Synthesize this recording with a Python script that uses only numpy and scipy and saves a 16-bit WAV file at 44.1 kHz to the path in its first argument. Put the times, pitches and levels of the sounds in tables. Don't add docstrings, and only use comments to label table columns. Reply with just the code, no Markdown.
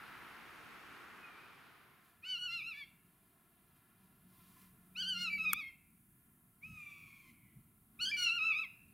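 import sys
import numpy as np
from scipy import signal
from scipy.fft import rfft, irfft, next_fast_len
from scipy.io import wavfile
from scipy.ndimage import uniform_filter1d

SR = 44100
rng = np.random.default_rng(int(sys.argv[2]) if len(sys.argv) > 2 else 0)


def log_audio(samples):
    frames = np.atleast_2d(samples).T
    limited = np.clip(frames, -1, 1)
    pcm = np.round(limited * 32767).astype(np.int16)
    wavfile.write(sys.argv[1], SR, pcm)


N = 393813
T = np.arange(N) / SR
SIDE = np.array([[1], [-1]])

# middle t/s, length/s, relative level/dB
RUSTLES = [(2.08, .12, -84), (3.77, 0.048, -86), (4.05, 0.092, -90), (4.4, 0.21, -80), (4.5, .15, -87.5),
           (4.62, .16, -77)]


def buzzard():
    # t/s, second partial f/Hz, its level/dB, others' relative level/dB
    mews = [
        [(2.225, 2430, -75, -15), (2.236, 2460, -50, -22), (2.25, 2790, -51.5, -5), (2.268, 3000, -51.5, 4),
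         (2.305, 3030, -42, 4.5), (2.344, 2920, -39.5, -0.5), (2.375, 2720, -47, 2.5), (2.388, 2880, -46.5, -1),
         (2.41, 2875, -45.5, 4), (2.456, 2936, -40.5, 0.5), (2.494, 2665, -47, 3), (2.534, 2810, -42, 1.5),
         (2.585, 2680, -46, 5), (2.617, 2290, -48, -9.5), (2.645, 2560, -48.5, -7), (2.686, 2783, -49.5, 4.5),
         (2.716, 2586, -43, -8), (2.745, 2230, -52.5, -5), (2.79, 2382, -51, -0.5), (2.84, 2153, -53.5, 1),
         (2.855, 2174, -86, -5)],
        [(4.95, 2400, -71, -15), (4.96, 2500, -46.5, -12), (4.976, 2925, -47.5, 7.5), (5.0, 3010, -37, 5.5),
         (5.014, 3155, -43.5, 11.5), (5.028, 2903, -38.5, 5), (5.05, 2850, -42.5, 6), (5.058, 2900, -44.5, 5),
         (5.068, 3040, -41, 3), (5.09, 3126, -41.5, 10), (5.112, 3007, -39.5, 4.5), (5.156, 2790, -44, 6.5),
         (5.198, 2824, -43.5, 7), (5.234, 2894, -40.5, 10), (5.286, 2515, -40.5, -6), (5.298, 2694, -53, -4)],
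        [(5.381, 2680, -49, 2.5), (5.401, 2550, -39, -9), (5.443, 2653, -38, -6), (5.471, 2484, -36.5, -13),
         (5.497, 2530, -34.5, -5), (5.523, 2190, -46, -4), (5.551, 2330, -45.5, -6), (5.589, 2604, -42.5, -3.5),
         (5.62, 2217, -47.5, -3), (5.642, 2147, -49, -16), (5.685, 2160, -46.5, -8.5), (5.71, 2070, -64, -16)],
        [(7.992, 2420, -54, -12), (7.998, 2530, -46, -5.5), (8.006, 2790, -39, -1.5), (8.016, 2937, -40.5, 9),
         (8.052, 2927, -36, 10), (8.062, 3265, -41, 12), (8.072, 3006, -37, 9.5), (8.097, 3290, -42.5, 12),
         (8.112, 3460, -54, 21)],
        [(8.168, 2907, -46, 11), (8.186, 2919, -39.5, 11), (8.23, 2881, -35, 11), (8.265, 2780, -36, 4.5),
         (8.298, 2630, -30.5, -6.5), (8.318, 2734, -37.5, -4.5), (8.345, 2810, -39, -1.5),
         (8.368, 2833, -38.5, 1.5), (8.403, 2515, -34.5, -11), (8.466, 2677, -34.5, -5),
         (8.51, 2582, -34.5, -10.5), (8.535, 2240, -40, -8.5), (8.555, 2443, -39, -9.5),
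         (8.59, 2590, -37, -4.5), (8.62, 2632, -39.5, -9.5), (8.65, 2130, -44, -9.5), (8.67, 2010, -73, -18)],
    ]
    # f/Hz, level/dB
    throat = [(1050, -21), (1250, -12), (1450, -17), (1650, -23), (3300, -5), (4300, -13), (5700, -22.5),
              (7200, -34), (9000, -34), (12000, -47), (15000, -49.5)]
    return voice(mews, throat, np.arange(1, 13) / 2, timbre_drift=1, flicker_db=.9, jitter=.0036,
                 shimmer_db=1.8, breath_db=-39, rasp_db=7.5, breath_hz=1300)


def whistles():
    # start t/s, length/s, f/Hz, level/dB
    breaks = [(5.301, 0.077, 2340, -36), (8.116, 0.046, 2360, -31)]
    # f/Hz, level/dB
    overtones = [(2300, 5.5), (4700, -21), (7000, -36.5), (12000, -50)]
    sag_hz_per_s, edge_s, edge_db = 730, .036, -9.5
    stretches = []
    for start, length, hz, db in breaks:
        outline = (0, edge_db), (edge_s, 0), (length - edge_s, 0), (length, edge_db)
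        stretches.append([(start + t, hz - sag_hz_per_s * t, db + dip, 0) for t, dip in outline])
    return voice(stretches, overtones, np.arange(1, 6), timbre_drift=0, flicker_db=1, jitter=.0035,
                 shimmer_db=1.2, breath_db=-35, rasp_db=6, breath_hz=1300)


def far_bird():
    # t/s, second partial f/Hz, its level/dB, others' relative level/dB
    mews = [
        [(1.17, 2500, -77, -12), (1.19, 2528, -67.5, -10), (1.29, 2470, -61, -10), (1.32, 2375, -64, -10),
         (1.42, 2296, -67, -10)],
        [(6.615, 2125, -76, 2), (6.635, 2357, -54.5, -5), (6.655, 2540, -52.5, -7.5), (6.69, 2588, -59, 3),
         (6.75, 2518, -56, 1.5), (6.82, 2398, -53, -1), (6.9, 2335, -58.5, 2), (6.98, 2296, -67.5, 10),
         (7.08, 2214, -68.5, 9), (7.19, 2184, -73.5, 13), (7.3, 2067, -71, 11), (7.35, 2090, -90.5, 18)],
    ]
    # f/Hz, level/dB
    throat = [(1050, -21), (1300, -18), (3400, -24), (4600, -40), (7000, -40), (12000, -47)]
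    return voice(mews, throat, np.arange(1, 13) / 2, timbre_drift=0, flicker_db=.5, jitter=.004,
                 shimmer_db=3, breath_db=-53, rasp_db=34, breath_hz=1100)


def voice(stretches, throat, multiples, timbre_drift, flicker_db, jitter, shimmer_db,
          breath_db, rasp_db, breath_hz):
    # middle t/s, length/s, pitch jump/%
    cracks = [(2.388, 0.013, 4.5), (2.501, 0.0081, 3), (2.634, 0.011, 4), (2.73, 0.015, -2),
              (5.017, 0.015, 4), (5.056, 0.009, 6.5), (5.456, .01, -4.5), (8.06, 0.018, 1.5),
              (8.396, 0.011, -3.5)]
    # t/s, relative level/dB
    lowest = [(2.23, 15), (2.3, -6), (2.35, 0), (2.41, 2), (2.5, 2), (2.56, -4), (2.62, -7), (2.69, 1),
              (2.77, -11), (2.85, -4), (4.96, 2.5), (5.0, -2.5), (5.06, 0.5), (5.11, -1), (5.17, -2),
              (5.24, -2), (5.29, 2.5), (5.4, -4), (5.44, 4), (5.49, -1.5), (5.59, -0.5), (5.65, -6),
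              (5.7, -1.5), (8.0, 1.5), (8.05, -15.5), (8.105, 2), (8.19, -4), (8.23, -7), (8.29, -0.5),
              (8.345, 8), (8.4, 2), (8.47, 4), (8.51, 9), (8.535, 2.5), (8.61, 3), (8.66, 9)]
    # middle t/s, length/s, level/dB
    doublings = [(2.3, 0.12, -62), (2.535, 0.048, -56), (2.785, 0.086, -65), (4.992, 0.038, -65.5),
                 (5.21, 0.071, -54), (8.04, 0.071, -75), (8.225, 0.092, -53)]
    # multiple of the lead partial, relative level/dB
    half_lines = [(.75, 0), (1.25, -8), (1.75, -6), (2.25, -16), (2.75, -22), (3.25, -26)]
    bright_hz, dull_db_per_octave = 2904, 12
    glide, ramp = int(.009 * SR), .0019 * SR
    throat_hz, throat_db = np.transpose(throat)
    out = np.zeros(N)
    for rows in stretches:
        times, *columns = np.transpose(rows)
        span = slice(int((times[0] - .002) * SR), int((times[-1] + .003) * SR))
        t = T[span]
        n = len(t)
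        hz, lead_db, others_db = (uniform_filter1d(np.interp(t, times, c), glide) for c in columns)
        hz = hz * (1 + sum(jump / 100 * bell(t, at, length) for at, length, jump in cracks))
        phase = 2 * np.pi * np.cumsum(hz * (1 + jitter * walk(197.2, n))) / SR
        dull_db = dull_db_per_octave * np.minimum(np.log2(hz / bright_hz), 0)
        lowest_db = curve(lowest, 0)[span]
        lines = []
        for m in multiples:
            drift_db = timbre_drift * ((m < 1) * lowest_db + max(m - 1.5, 0) * dull_db)
            flutter_db = flicker_db * min(m, 2.5) * walk(35, n)
            colour_db = np.interp(np.log(m * hz), np.log(throat_hz), throat_db)
            against_lead_db = 0 if m == 1 else others_db + drift_db + flutter_db + colour_db
            lines.append((m, undb(lead_db + against_lead_db)))
        lines += [(m, undb(db) * bumps(doublings, t)) for m, db in half_lines]
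        edge = np.clip(np.minimum(np.arange(n), np.arange(n)[::-1]) / ramp, 0, 1)
        for m, gain in lines:
            hoarseness = undb(min(breath_db + rasp_db * m, 9))
            breath = hoarseness * (walk(breath_hz, n) + 1j * walk(breath_hz, n))
            tone = (undb(shimmer_db * walk(93.96, n)) + breath) * np.exp(1j * m * phase)
            out[span] += np.sqrt(2) * edge * gain * (m * hz < .45 * SR) * tone.real
    return out


def trees(call, branch_db, branch_t60, slope_db, slope_t60, slope_delay_s):
    # f/Hz, level/dB
    branches = [(900, 1.5), (2000, 0), (3000, -1), (4500, 1.5), (6500, 1.5), (10000, -23)]
    # f/Hz, level/dB
    slopes = [(900, -7), (1900, -4.5), (2250, 1), (2550, -1.5), (2800, 5), (3200, -10), (4200, -11.5),
              (6000, -41), (10000, -42.5)]
    t = T[:3 * SR // 2]
    quick = undb(-60 * t / branch_t60) * np.clip(t / .00387, 0, 1)
    late = undb(-60 * t / slope_t60) * np.clip((t - slope_delay_s) / .01, 0, 1)
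    out = 0
    for channels in (np.ones((2, 1)), undb(-63.5) * SIDE):
        scatter = colour(call * (.6 + .8 * walk(200)), branches)
        wash = colour(call * walk(300), slopes)
        for source, decay, db in ((scatter, quick, branch_db), (wash, late, slope_db)):
            tail = rng.standard_normal(len(t)) * decay / np.sqrt(np.sum(decay ** 2))
            out = out + channels * undb(db) * signal.fftconvolve(source, tail)[:N]
    return out


def camera_click():
    # t/s, relative level/dB
    blows = [(5.5295, -40), (5.5310, -36), (5.5326, -23), (5.5333, -23), (5.5347, -32), (5.5366, -40)]
    # f/Hz, relative level/dB, t60/s
    modes = [(1300, -4.5, .010), (2300, -14, .006), (4800, -17, .005), (7300, -10, .004), (9300, -6, .004),
             (11900, 2.5, .004), (14500, -8, .004)]
    out, t = np.zeros(N), T[:SR // 20]
    for at, blow_db in blows:
        ring = sum(undb(db - 60 * t / t60) * np.sin(2 * np.pi * (hz * t + rng.random()))
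                   for hz, db, t60 in modes)
        snap = undb(-10 - 60 * t / .005) * rng.standard_normal(len(t))
        start = int(at * SR)
        out[start:start + len(t)] += undb(blow_db) * (ring + snap)
    low_cut = signal.butter(5, 1000, "high", fs=SR, output="sos")
    thin = undb(2) * signal.sosfilt(low_cut, out)
    return thin + undb(-28) * np.roll(thin, 40) * SIDE


def opening_hiss():
    # f/Hz, level/dB
    mid_colour = [(59, -47), (100, -30), (144, -10), (262, -2.5), (458, -4.5), (577, -9), (1370, 5.5),
                  (1830, 0.5), (2360, -1.5), (8570, -31), (10000, -55), (13000, -65.5), (22000, -120)]
    # f/Hz, level/dB
    side_colour = [(59, -25), (100, 0), (269, 1), (581, -13.5), (1100, -3.5), (2100, -1.5), (5440, -19),
                   (6540, -36), (8000, -58), (10400, -68.5), (17600, -120)]
    mid = undb(-55) * noise(mid_colour, .69, 4.52)
    side = undb(-63.5) * noise(side_colour, .8, 6.2)
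    return opening_fade() * (mid + side * SIDE)


def valley_air():
    # t/s, level/dB
    levels = [(0, -70), (3.0, -77.5), (4.5, -76.5), (5.4, -77.5), (6.0, -82.5), (6.9, -79.5), (7.85, -82.5),
              (8.15, -73), (8.45, -76.5), (8.93, -79)]
    # f/Hz, level/dB
    spectrum = [(210, -18.5), (350, -1), (385, -5), (423, -4), (571, -11.5), (709, -6), (813, -6),
                (1330, -4), (3880, -17.5), (5910, -25.5), (9000, -23), (11700, -42), (19800, -120)]
    return np.hypot(undb(curve(levels)), undb(-72) * opening_fade()) * noise(spectrum, .75, 5.5)


def rustle():
    # f/Hz, level/dB
    spectrum = [(470, -46), (800, -30.5), (1020, 9), (1570, -10), (1750, -1), (2300, -3), (2470, -2),
                (15000, -17)]
    return undb(5) * bumps(RUSTLES) * noise(spectrum, .69, 21.2)


def wind():
    # middle t/s, length/s, relative level/dB
    buffets = [(5.15, 0.052, -62.5), (5.54, .05, -62), (6.715, 0.12, -55.5), (7.04, 0.045, -64.5),
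               (7.14, 0.06, -69), (7.45, 0.049, -66), (7.3, 0.054, -69), (7.585, 0.046, -59),
               (7.69, .06, -67), (8.4, 0.066, -68)]
    # f/Hz, level/dB
    rumble_colour = [(8.8, -37.5), (15, -19.5), (27, -14.5), (91, -4.5), (155, -1.5), (225, -6.5),
                     (288, -22.5), (400, -36), (520, -61), (880, -120)]
    # f/Hz, level/dB
    side_colour = [(12, -33.5), (20, -14), (192, -3), (305, -4.5), (376, -3.5), (611, -21), (1060, -11),
                   (1540, -10.5), (2870, -12.5), (5000, -27), (6500, -41), (11000, -120)]
    gust = np.hypot(swell(level_db=-73, share=.62, opening_db=-85), undb(1.5) * bumps(buffets))
    rumble = gust * noise(rumble_colour, 1.8, 9.9)
    wide_air = undb(-84.5) * noise(side_colour, 2, 8.6)
    ports = undb(-22.5) * gust * noise([(15, 2), (50, -13), (120, -13.5), (400, -47.5)], 1.6, 20)
    return rumble + (wide_air + ports) * SIDE


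def murmur():
    spectrum = [(150, -4.5), (220, 5.5), (300, 0), (400, -16), (520, -36.5)]  # f/Hz, level/dB
    return swell(level_db=-77.5, share=1.1, opening_db=-75.5) * noise(spectrum, 1.4, 8)


def drone(hz=184):
    # t/s, relative level/dB
    levels = [(3.9, -81), (4.22, -72.5), (4.9, -72), (5.11, -59.5), (5.47, -61), (5.57, -64.5), (5.64, -94)]
    gain = undb(curve(levels) + 2.5 + 3 * walk(25))
    return gain * np.sin(2 * np.pi * np.cumsum(hz * (1 + .015 * walk(25))) / SR)


def microphone_hiss():
    # f/Hz, level/dB
    spectrum = [(3500, -45), (6000, -20), (7800, -12), (9000, -6), (9700, 0), (12500, 0), (15000, -3),
                (16000, -6)]
    floor = swell(level_db=-73, share=.35, opening_db=-80.5)
    return np.hypot(floor, undb(7.5) * bumps(RUSTLES)) * noise(spectrum, .68, 2.3)


def near_bounce(x, db, delay_s=.0029):
    return x + undb(db) * np.roll(x, round(delay_s * SR))


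def swell(level_db, share, opening_db):
    # t/s, relative level/dB
    levels = [(0, 2), (2.1, -8), (2.6, 4.5), (3.1, -3.5), (3.8, -3), (4.5, 3.5), (4.9, 5), (5.15, 9),
              (5.52, 11.5), (5.75, 0.5), (6.2, 3.5), (6.55, -1.5), (7.1, 5.5), (7.9, 0.5), (8.05, 12),
              (8.3, 6.5), (8.7, 2), (8.93, 5.5)]
    return np.hypot(undb(level_db + share * curve(levels, 0)), undb(opening_db) * opening_fade())


def opening_fade(from_s=.97, to_s=2.226):
    return np.clip((to_s - T) / (to_s - from_s), 0, 1)


def noise(spectrum, flicker_db, flicker_hz):
    octaves = np.arange(-4, 5) / 4
    skirt_db = 20 * np.log10(np.cos(np.pi / 2 * octaves) + .01)
    out = 0
    for hz in 30 * 2. ** np.arange(10):
        band = colour(rng.standard_normal(N), np.transpose([hz * 2 ** octaves, skirt_db]))
        out = out + band * undb(flicker_db * walk(flicker_hz))
    out = colour(out, spectrum)
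    return out / np.sqrt(np.mean(out ** 2))


def colour(x, points):
    hz, db = np.transpose(points)
    size = next_fast_len(len(x))
    f = np.maximum(np.arange(size // 2 + 1) * SR / size, 1)
    gain = undb(np.interp(np.log(f), np.log(hz), db))
    return irfft(rfft(x, size) * gain, size)[:len(x)]


def walk(rate_hz, size=N):
    hold = max(int(SR / rate_hz), 2)
    steps = np.repeat(rng.standard_normal(size // hold + 1), hold)
    return 1.465 * uniform_filter1d(uniform_filter1d(steps, hold), hold)[:size]


def curve(rows, outside_db=-120):
    times, db = np.transpose(rows)
    return np.interp(T, times, db, outside_db, outside_db)


def bumps(rows, t=T):
    return sum(undb(db) * bell(t, middle, length) for middle, length, db in rows)


def bell(t, middle, length):
    return np.exp(-(2 * (t - middle) / length) ** 2)


def undb(db):
    return 10 ** (np.asarray(db) / 20)


def scene():
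    near, far = buzzard() + whistles(), far_bird()
    echoes = trees(near, branch_db=-10.5, branch_t60=.33, slope_db=-23, slope_t60=.78, slope_delay_s=.053)
    echoes += trees(far, branch_db=-8.5, branch_t60=.25, slope_db=-3.5, slope_t60=1, slope_delay_s=.14)
    foreground = near + far + echoes + camera_click() + opening_hiss()
    background = near_bounce(valley_air() + rustle(), db=-5) + wind() + murmur() + drone()
    return foreground + background + near_bounce(microphone_hiss(), db=-12)


def record(dry):
    top_hz = 15750
    return signal.sosfilt(signal.ellip(10, .2, 60, top_hz, fs=SR, output="sos"), dry)


dry = scene()
out = record(dry)
log_audio(out)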